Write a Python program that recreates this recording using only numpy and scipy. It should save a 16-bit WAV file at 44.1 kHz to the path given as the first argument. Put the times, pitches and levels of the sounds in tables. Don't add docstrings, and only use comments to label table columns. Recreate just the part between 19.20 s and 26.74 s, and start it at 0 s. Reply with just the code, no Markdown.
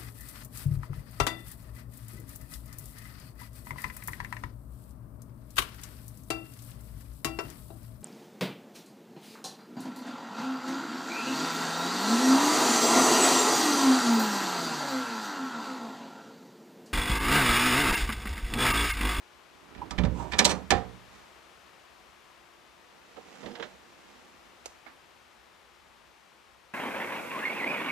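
import sys
import numpy as np
from scipy import signal
from scipy.fft import rfft, irfft, next_fast_len
from scipy.io import wavfile
from scipy.ndimage import uniform_filter1d

SR = 44100
rng = np.random.default_rng(int(sys.argv[2]) if len(sys.argv) > 2 else 0)


def log_audio(samples):
    frames = np.atleast_2d(samples).T
    limited = np.clip(frames, -1, 1)
    pcm = np.round(limited * 32767).astype(np.int16)
    wavfile.write(sys.argv[1], SR, pcm)


N = 332425
PADDED = next_fast_len(N, True)
TIME_S, FREQ_HZ = np.arange(N) / SR, np.fft.rfftfreq(PADDED, 1 / SR)

# t/s, door level/dB, panel level/dB, case level/dB, bolt level/dB,
# first touch/ratio, rebound/ratio
KNOCKS = [ (0.549, -51, -53.5, -44.5, -61, 0.01, 0), (0.580, -44, -54, -48, -65, 0.52, 0.02),
          (0.708, -39.5, -40.5, -34, -35, 0.02, 0), (0.785, -22, -35, -25, -41.5, 0.4, 0),
          (0.836, -23, -34, -32, -47, 0, 0), (0.850, -26.5, -42.5, -34, -44.5, 0.01, 0.01),
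          (0.953, -34.5, -45, -64, -75, 0, 0.01), (1.121, -50.5, -39.5, -29, -37, .25, 0),
          (1.134, -37.5, -35, -24.5, -45.5, 0.03, 0.3), (1.1895, -56, -25, -11.5, -10.5, 0.13, 0.28),
          (1.251, -33.5, -23, -24, -9, 0.3, 0), (1.5054, -26.5, -24, -13, -17.5, 0, .38)]
TOUCH_LEAD_S, REBOUND_S = 0.005, 0.008
# door, panel, case, bolt gain/dB
REBOUND_COLOUR_DB = (6, 8.5, 2, -6)
RATTLE_START_S, RATTLE_GAP_S, RATTLE_SHRINK = 1.276, 0.018, 0.7
# door, panel, case, bolt level/dB
RATTLE_DB = (-36.5, -33, -28.5, -29.5)
# f/Hz, relative level/dB, t60/s
DOOR_MODES = [(59.6, 5.5, 0.45), (71, -6.5, 0.9), (118, -11, 0.93), (179.7, 0.5, 0.6), (242.4, -7, 0.52),
              (310, -11, 0.57)]
PANEL_MODES = [(192, -3, 0.86), (363.5, -5.5, .35), (405, -6.5, 0.42), (450, -4, 0.51), (513, -3, 0.35),
               (585.7, 3, 0.28), (768, -21, 0.18), (776, 7.5, 0.09), (963, 9.5, 0.099), (1180, -5.5, 0.16),
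               (1313, -5.5, 0.12)]
CASE_MODES = [(1752, 0.5, 0.13), (1772, -4, .16), (1845, 0, 0.067), (1920, -26, .16), (2290, 1, .1),
              (2390, 0, .12), (3060, 1, .035), (3760, -20, .09)]
BOLT_MODES = [(4125, 4, 0.072), (4360, -23.5, .07), (4935, 3, 0.11), (4930, -23.5, 0.074), (5770, 8, 0.048),
              (5950, -7.5, 0.064), (7600, -24, 0.089), (8050, -16, 0.046), (9500, -26.5, 0.099)]
# f/Hz, relative density/dB per Hz
DOOR_SPECTRUM = [(20, -33), (38, -19), (58, 5.5), (85, 0), (120, -7.5), (165, -3), (240, -12.5),
                 (400, -19.5), (1000, -73.5)]
PANEL_SPECTRUM = [(60, -17), (140, -5.5), (230, 8.5), (400, 2.5), (600, 4.5), (850, 3), (1200, -1.5),
                  (1800, -10), (3000, -25), (7000, -74)]
CASE_SPECTRUM = [(300, -21.5), (800, -5.5), (1250, -2), (1900, 4.5), (2700, -2), (3500, 0), (4500, -6.5),
                 (6500, -16.5), (12000, -69)]
BOLT_SPECTRUM = [(800, -45.5), (2200, -4.5), (3600, 3), (5000, -0.5), (6500, 0), (8000, -3.5), (9500, -14),
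                 (12500, -22), (15500, -58.5)]
# t/s, level/dB
KNOB_STOPS = [(0.71, -36), (0.782, -30), (1.135, -36), (1.189, -25)]
# f/Hz, relative level/dB, t60/s
KNOB_MODES = [(1014, -6.5, 0.097), (1176, 4.5, 0.13), (1280, -9.5, 0.22)]
# t/s, level/dB
BOLT_SLAM = [(1.510, -20)]
# f/Hz, relative level/dB, t60/s
EDGE_MODES = [(296, -14, 0.616), (400, -21, 0.24), (456, -13, 0.49), (727, 0, 0.32), (796, 4.5, 0.23),
              (1330, -14, .17), (1813, -9.5, 0.29), (1858.5, -9, .19)]

# t/s, level/dB
BUMPS = [(0.616, -45.5), (0.784, -24), (0.836, -19.5), (0.858, -27.5), (0.904, -36), (1.253, -33.5),
         (1.303, -37.5)]
# f/Hz, relative density/dB per Hz
FRAME_SPECTRUM = [(50, -21), (95, 1.5), (135, 4.5), (180, -4), (230, 2), (300, -9), (520, -6), (900, -50.5),
                  (4000, -83)]
# t/s, level/dB
BOARD_KNOCKS = [(5.663, -38), (5.674, -44)]
# f/Hz, relative density/dB per Hz
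BOARD_SPECTRUM = [(80, -23), (170, -19), (270, 8), (450, -4), (650, 0), (1150, 2), (2200, -1.5),
                  (3200, -15), (4200, -13), (7000, -36)]

# peak t/s, level/dB, swell/s, fade/s
GRIP = [(.455, -51.5, .03, 0.19), (.62, -43.5, 0.28, 0.78), (1.02, -38.5, .11, .3), (1.44, -51, .15, .05)]
SPINDLE = [(.618, -34, 0.0033, 0.037), (1.003, -30, 0.041, 0.087)]
SPRING = [(1.305, -28.5, .032, 0.04)]
SLIDE = [(1.0, -50.5, .1, .14), (1.15, -54, .1, 0.26), (1.305, -31.5, .024, .03)]
SLEEVE = [(1.95, -52, 0.11, 0.25), (4.22, -48.5, 0.65, 0.72), (4.9, -56, 0.52, 1.05)]
# f/Hz, width/Hz, relative level/dB
SPINDLE_PEAKS = [(835, 60, -4.5), (850, 19, -6), (926, 57, 3), (1042, 53, -3), (1170, 35, -11.5)]
SPRING_PEAKS = [(4250, 90, 7), (4410, 90, -6.5), (5950, 70, 7.5), (6980, 110, -16), (7140, 150, -12.5),
                (8450, 120, -3), (8900, 500, -14.5)]
# f/Hz, relative level/dB
STEEL_HISS = [(1000, -33.5), (2500, 8.5), (4500, 0), (6000, 5), (8500, 1.5), (9800, -16.5), (15000, -22)]
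CLOTH = [(80, -22), (200, 10.5), (500, 2.5), (1000, -0.5), (2000, -2), (4000, -8), (7000, -10.5),
         (10000, -27), (15000, -43)]

# t/s, wood level/dB, pin level/dB, steel leaf level/dB
HINGE_TICKS = [(3.967, -57, -45.5, -80), (4.231, -39.5, -47, -61), (4.246, -41.5, -60, -75),
               (4.260, -43, -37.5, -58), (4.314, -64, -51, -53), (4.353, -48, -39, -45.5),
               (4.398, -42, -36.5, -59), (4.4256, -44, -31, -60), (4.43, -42, -43, -54)]
# f/Hz, relative density/dB per Hz
JAMB_SPECTRUM = [(60, -23), (120, -5.5), (210, 0), (450, 0.5), (700, 1), (1100, -12), (1800, -29),
                 (3500, -25), (8000, -53)]
PIN_SPECTRUM = [(300, -42), (700, -31), (950, 0.5), (1700, 5), (2400, -1), (3500, 0.5), (4600, -10),
                (7000, -18), (10000, -46), (15000, -43)]
# f/Hz, relative level/dB, t60/s
LEAF_MODES = [(700, -2, 0.17), (1756, -3, .12), (3200, -4, 0.14), (3450, 3, 0.052), (4200, -3, 0.071),
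              (5040, 3.5, 0.05), (5300, -8, 0.064)]
# peak t/s, level/dB, swell/s, fade/s
HINGE = [(3.75, -58.5, .15, 0.22), (3.978, -37, 0.022, .03), (4.15, -51, 0.21, 0.27),
         (4.27, -47.5, 0.17, 0.44), (4.406, -34.5, 0.033, 0.032), (4.86, -57.5, 0.12, 0.25)]
# f/Hz, width/Hz, relative level/dB
HINGE_PEAKS = [(294, 73, -15.5), (474, 25, -1.5), (763, 62, -10.5), (928, 40, -12), (1290, 160, -22.5)]
# peak t/s, level/dB, swell/s, fade/s, f/Hz, glide/octaves per s, roughness/0-1
GROANS = [(.619, -35, 0.0046, .025, 926, -2, .6), (1.04, -42, .1, 0.14, 630, 2.5, .5),
          (3.982, -43, .028, 0.022, 489.4, 0, 0.51), (4.268, -39, .06, .1, 228, -2, 0.5),
          (4.28, -46.5, .07, 0.11, 342, 0, .7), (4.325, -43, .04, 0.031, 246, 10, 0.5)]

# t/s, level/dB
CLICKS = [(5.4583, -31)]
# f/Hz, relative density/dB per Hz
SHELL_SPECTRUM = [(30, -15), (60, 11), (130, -18), (280, -5), (550, 6.5), (1000, -0.5), (2000, -5.5),
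                  (4000, -5.5), (6700, -2), (9000, -10), (13000, -23), (16000, -34)]

# f/Hz, level/dB
SHADE = [(60, -18), (300, -20), (700, -14), (1200, -10), (2500, -9), (6000, -6.5), (12000, -3)]
# f/Hz, likeness/0-1
ALIKE = [(60, 0.43), (300, 0.97), (900, 0.72), (2200, 0.414), (6000, 0.68), (12000, 0.71)]
# f/Hz, phase/rad
LEAD = [(60, -0.43), (280, 0.38), (900, 0.85), (2300, -1.4), (6000, -1.34), (12000, -1.1)]

# f/Hz, relative density/dB per Hz
HISS_SPECTRUM = [(15, -24), (25, -28.5), (49, -4.5), (69, -1.5), (86, -9.5), (109, -10), (237, -5.5),
                 (271, -8), (354, -4), (438, -5.5), (501, -5), (1150, -3), (1460, -6), (2700, -9),
                 (15000, -29.5)]
HISS_BASE_DB = -57.83
# f/Hz, level/dB
HISS_SIDE = [(60, -18.5), (110, -6), (200, -4.5), (380, 1), (700, 7.5), (1290, 7), (2380, 7), (4400, 5.5),
             (8120, 3), (15000, -12)]
# f/Hz, likeness/0-1
HISS_ALIKE = [(60, 0.66), (250, 0.19), (900, 0.52), (2500, 0.52), (6000, 0.64), (12000, 0.032)]
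# t/s, gain/dB
DRIFT = [(0, 1), (1.7, 3.5), (2.3, 2.5), (3.5, 0.5), (5.2, 1.5), (6.2, 0), (7.5, -1)]
FAN_HZ = 349
# t/s, peak level/dB
FAN = [(0, -69.5), (1.8, -75), (2.9, -73), (4, -71.5), (5.7, -72.5), (7.5, -84.5)]
BAND_EDGE_HZ = 14700


def knocks():
    t_s, door, panel, case, bolt = np.transpose(blows())
    dense = struck(t_s, door, DOOR_SPECTRUM, 6.2, body_t60_s=0.1, room_db=-3.5, room_t60_s=0.53, rise_s=0.0046)
    dense += struck(t_s, panel, PANEL_SPECTRUM, 7.9, body_t60_s=0.29, room_db=-2, room_t60_s=0.34, rise_s=0.003)
    dense += struck(t_s, case, CASE_SPECTRUM, 4.8, body_t60_s=0.05, room_db=-15, room_t60_s=0.26, rise_s=0.00054)
    dense += struck(t_s, bolt, BOLT_SPECTRUM, 5, body_t60_s=0.053, room_db=-21.5, room_t60_s=0.27, rise_s=0.00029)
    clear = ringing(t_s, door - 2, DOOR_MODES, rise_s=0.0038)
    clear += ringing(t_s, panel - 5.5, PANEL_MODES, rise_s=0.0028)
    clear += ringing(t_s, case - 12, CASE_MODES, rise_s=0.00039)
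    clear += ringing(t_s, bolt - 15, BOLT_MODES, rise_s=0.00018)
    knob = ringing(*np.transpose(KNOB_STOPS), KNOB_MODES, rise_s=0.002)
    edge = ringing(*np.transpose(BOLT_SLAM), EDGE_MODES, rise_s=0.0061)
    return dense + clear + knob + edge


def blows(rebound_count=2, rattle_count=4):
    rows = []
    for t_s, *parts_db, touch, rebound in KNOCKS:
        parts_db = np.array(parts_db)
        rows.append((t_s, *parts_db))
        if touch > 0:
            touch_db = parts_db + 20 * np.log10(touch)
            rows.append((t_s - TOUCH_LEAD_S, *touch_db))
        if rebound > 0:
            for k in range(1, rebound_count + 1):
                rebound_db = parts_db + REBOUND_COLOUR_DB + 20 * k * np.log10(rebound)
                rows.append((t_s + k * REBOUND_S, *rebound_db))
    gaps_s = RATTLE_GAP_S * RATTLE_SHRINK ** np.arange(rattle_count)
    rattle_s = RATTLE_START_S + np.cumsum(gaps_s) - gaps_s
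    return rows + [(t_s, *RATTLE_DB) for t_s in rattle_s]


def struck(times_s, levels_db, spectrum, crack, body_t60_s, room_db, room_t60_s, rise_s):
    t = np.arange(SR // 2) / SR
    body = amp(-60 * t / body_t60_s)
    room = amp(room_db - 60 * t / room_t60_s)
    cloud = np.hypot(body, room) * (1 - np.exp(-t / rise_s))
    cloud *= np.minimum(1, 10 * (t[-1] - t))
    out = np.zeros((2, N))
    for t_s, db in zip(times_s, levels_db):
        blow = cloud * rng.standard_normal((2, len(t)))
        blow[0, 0] += crack
        add(out, t_s, amp(db) * blow)
    return colour(out, spectrum)


def ringing(times_s, levels_db, modes, rise_s):
    t = np.arange(SR) / SR
    rings = np.array([amp(db - 60 * t / t60_s) * np.sin(2 * np.pi * hz * t) for hz, db, t60_s in modes])
    rings *= 1 - np.exp(-t / rise_s)
    out = np.zeros((2, N))
    for t_s, db in zip(times_s, levels_db):
        spot, scatter = rng.standard_normal((2, len(modes)))
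        shares = np.array([1 + 0.3 * spot, scatter])
        add(out, t_s, amp(db) * (shares @ rings))
    return out


def woodwork():
    frame = struck(*np.transpose(BUMPS), FRAME_SPECTRUM, crack=3,
                   body_t60_s=0.11, room_db=-12, room_t60_s=0.73, rise_s=0.003)
    board = struck(*np.transpose(BOARD_KNOCKS), BOARD_SPECTRUM, crack=2.9,
                   body_t60_s=0.082, room_db=-9, room_t60_s=0.29, rise_s=0.002)
    return frame + board


def friction():
    # f/Hz, relative level/dB
    murmur = [(25, -43), (60, -7.5), (110, -6), (190, -3.5), (350, 1), (550, -12), (1200, -14.0), (8000, -47)]
    hand = colour(slips(980) * strokes(GRIP), murmur)
    knob = rubbed(SPINDLE, SPINDLE_PEAKS, 1200) + rubbed(SPRING, SPRING_PEAKS, 2500)
    bolt = colour(slips(6000) * strokes(SLIDE), STEEL_HISS)
    sleeve = colour(slips(3000) * strokes(SLEEVE), CLOTH)
    return hand + knob + bolt + sleeve


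def hinges():
    t_s, wood, pin, leaf = np.transpose(HINGE_TICKS)
    ticks = struck(t_s, wood, JAMB_SPECTRUM, 2.9, body_t60_s=0.27, room_db=-5.5, room_t60_s=0.32, rise_s=0.00063)
    ticks += struck(t_s, pin, PIN_SPECTRUM, 4.4, body_t60_s=0.073, room_db=-7.5, room_t60_s=0.19, rise_s=0.0006)
    ticks += ringing(t_s, leaf, LEAF_MODES, rise_s=0.00088)
    return ticks + rubbed(HINGE, HINGE_PEAKS, 900)


def groan(peak_s, db, swell_s, fade_s, hz, glide, rough):
    tone = strokes([(peak_s, db, swell_s, fade_s)])
    on = tone > 0
    jitter, shimmer = evened(uniform_filter1d(rng.standard_normal((2, N)), size=250))[:, on]
    pitch_hz = hz * 2 ** (glide * (TIME_S[on] - peak_s)) * (1 + 0.18 * rough * jitter)
    turns = np.cumsum(pitch_hz) / SR
    tone[on] *= np.sqrt(2) * np.sin(2 * np.pi * turns) * (1 + rough * shimmer)
    return tone


def rubbed(rows, peaks, per_s):
    t = np.arange(SR // 4) / SR
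    ring = np.zeros(len(t))
    for k, (hz, width_hz, db) in enumerate(peaks):
        decay = width_hz * np.exp(-np.pi * width_hz * t)
        ring += (-1) ** k * amp(db) * decay * np.sin(2 * np.pi * hz * t)
    ring /= np.linalg.norm(ring)
    return signal.oaconvolve(slips(per_s) * strokes(rows), ring[None], axes=1)[:, :N]


def slips(per_s):
    jolts = rng.random(N) < per_s / SR
    return evened(rng.standard_normal((2, N)) * jolts)


def strokes(rows):
    gain = np.zeros(N)
    for peak_s, db, swell_s, fade_s in rows:
        away = np.maximum((peak_s - TIME_S) / swell_s, (TIME_S - peak_s) / fade_s)
        near = away < 4
        gain[near] = np.hypot(gain[near], amp(db - 20 * away[near]))
    return gain


def camera():
    click = struck(*np.transpose(CLICKS), SHELL_SPECTRUM, crack=7.1,
                   body_t60_s=0.039, room_db=-19, room_t60_s=0.33, rise_s=0.00033)
    return microphones(click, side_db=-6.0, alike=[(500, 0.35), (6000, 1.0)], lead_rad=-1.8)


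def room_tone():
    shape = evened(amp(read(HISS_SPECTRUM, FREQ_HZ)))
    side_db = read(HISS_SIDE, FREQ_HZ)
    balance = 2 / (1 + amp(side_db))
    air = irfft(rfft(rng.standard_normal((2, PADDED))) * shape * balance, PADDED)
    drift_db = np.interp(TIME_S, *np.transpose(DRIFT))
    air = microphones(air, side_db, HISS_ALIKE, 0) * amp(HISS_BASE_DB + drift_db)
    waver_hz = 2.6 * evened(uniform_filter1d(rng.standard_normal(N), size=4000))
    hum = np.sin(2 * np.pi * np.cumsum(FAN_HZ + waver_hz) / SR) * level(FAN)
    return air + hum * amp([[0], [3]])


def microphones(x, side_db, alike, lead_rad):
    near, scattered = rfft(x, PADDED)
    same = np.clip(read(alike, FREQ_HZ), 0, 1)
    left = same * near + np.sqrt(1 - same ** 2) * scattered
    left = left * amp(side_db) * np.exp(1j * lead_rad)
    return np.array([irfft(left, PADDED)[:N], x[0, :N]])


def amp(db):
    return 10 ** (np.asarray(db) / 20)


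def evened(x):
    return x / np.sqrt(np.mean(x ** 2) + 1e-20)


def read(points, hz):
    f, value = np.transpose(points)
    return np.interp(np.log(hz + 1), np.log(f + 1), value)


def level(curve):
    return amp(np.interp(TIME_S, *np.transpose(curve), left=-140, right=-140))


def add(mix, t_s, sound):
    part = mix[:, round(t_s * SR):][:, :sound.shape[1]]
    part += sound[:, :part.shape[1]]


def colour(x, spectrum, size=4096):
    log_gain = np.log(amp(read(spectrum, abs(np.fft.fftfreq(size, 1 / SR)))))
    taps = np.fft.ifft(np.exp(np.conj(signal.hilbert(log_gain)))).real
    return signal.oaconvolve(x, taps[None] / np.linalg.norm(taps), axes=1)[:, :N]


def scene():
    door = knocks() + woodwork() + friction() + hinges() + sum(groan(*row) for row in GROANS)
    door = microphones(door, read(SHADE, FREQ_HZ), ALIKE, read(LEAD, FREQ_HZ))
    return door + camera() + room_tone()


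def record(dry):
    taps = signal.firwin(401, BAND_EDGE_HZ, window=("kaiser", 8), fs=SR)
    rounded = dry / (1 + dry ** 4) ** 0.25
    return signal.oaconvolve(rounded, taps[None], "same", axes=1)


dry = scene()
out = record(dry)
log_audio(out)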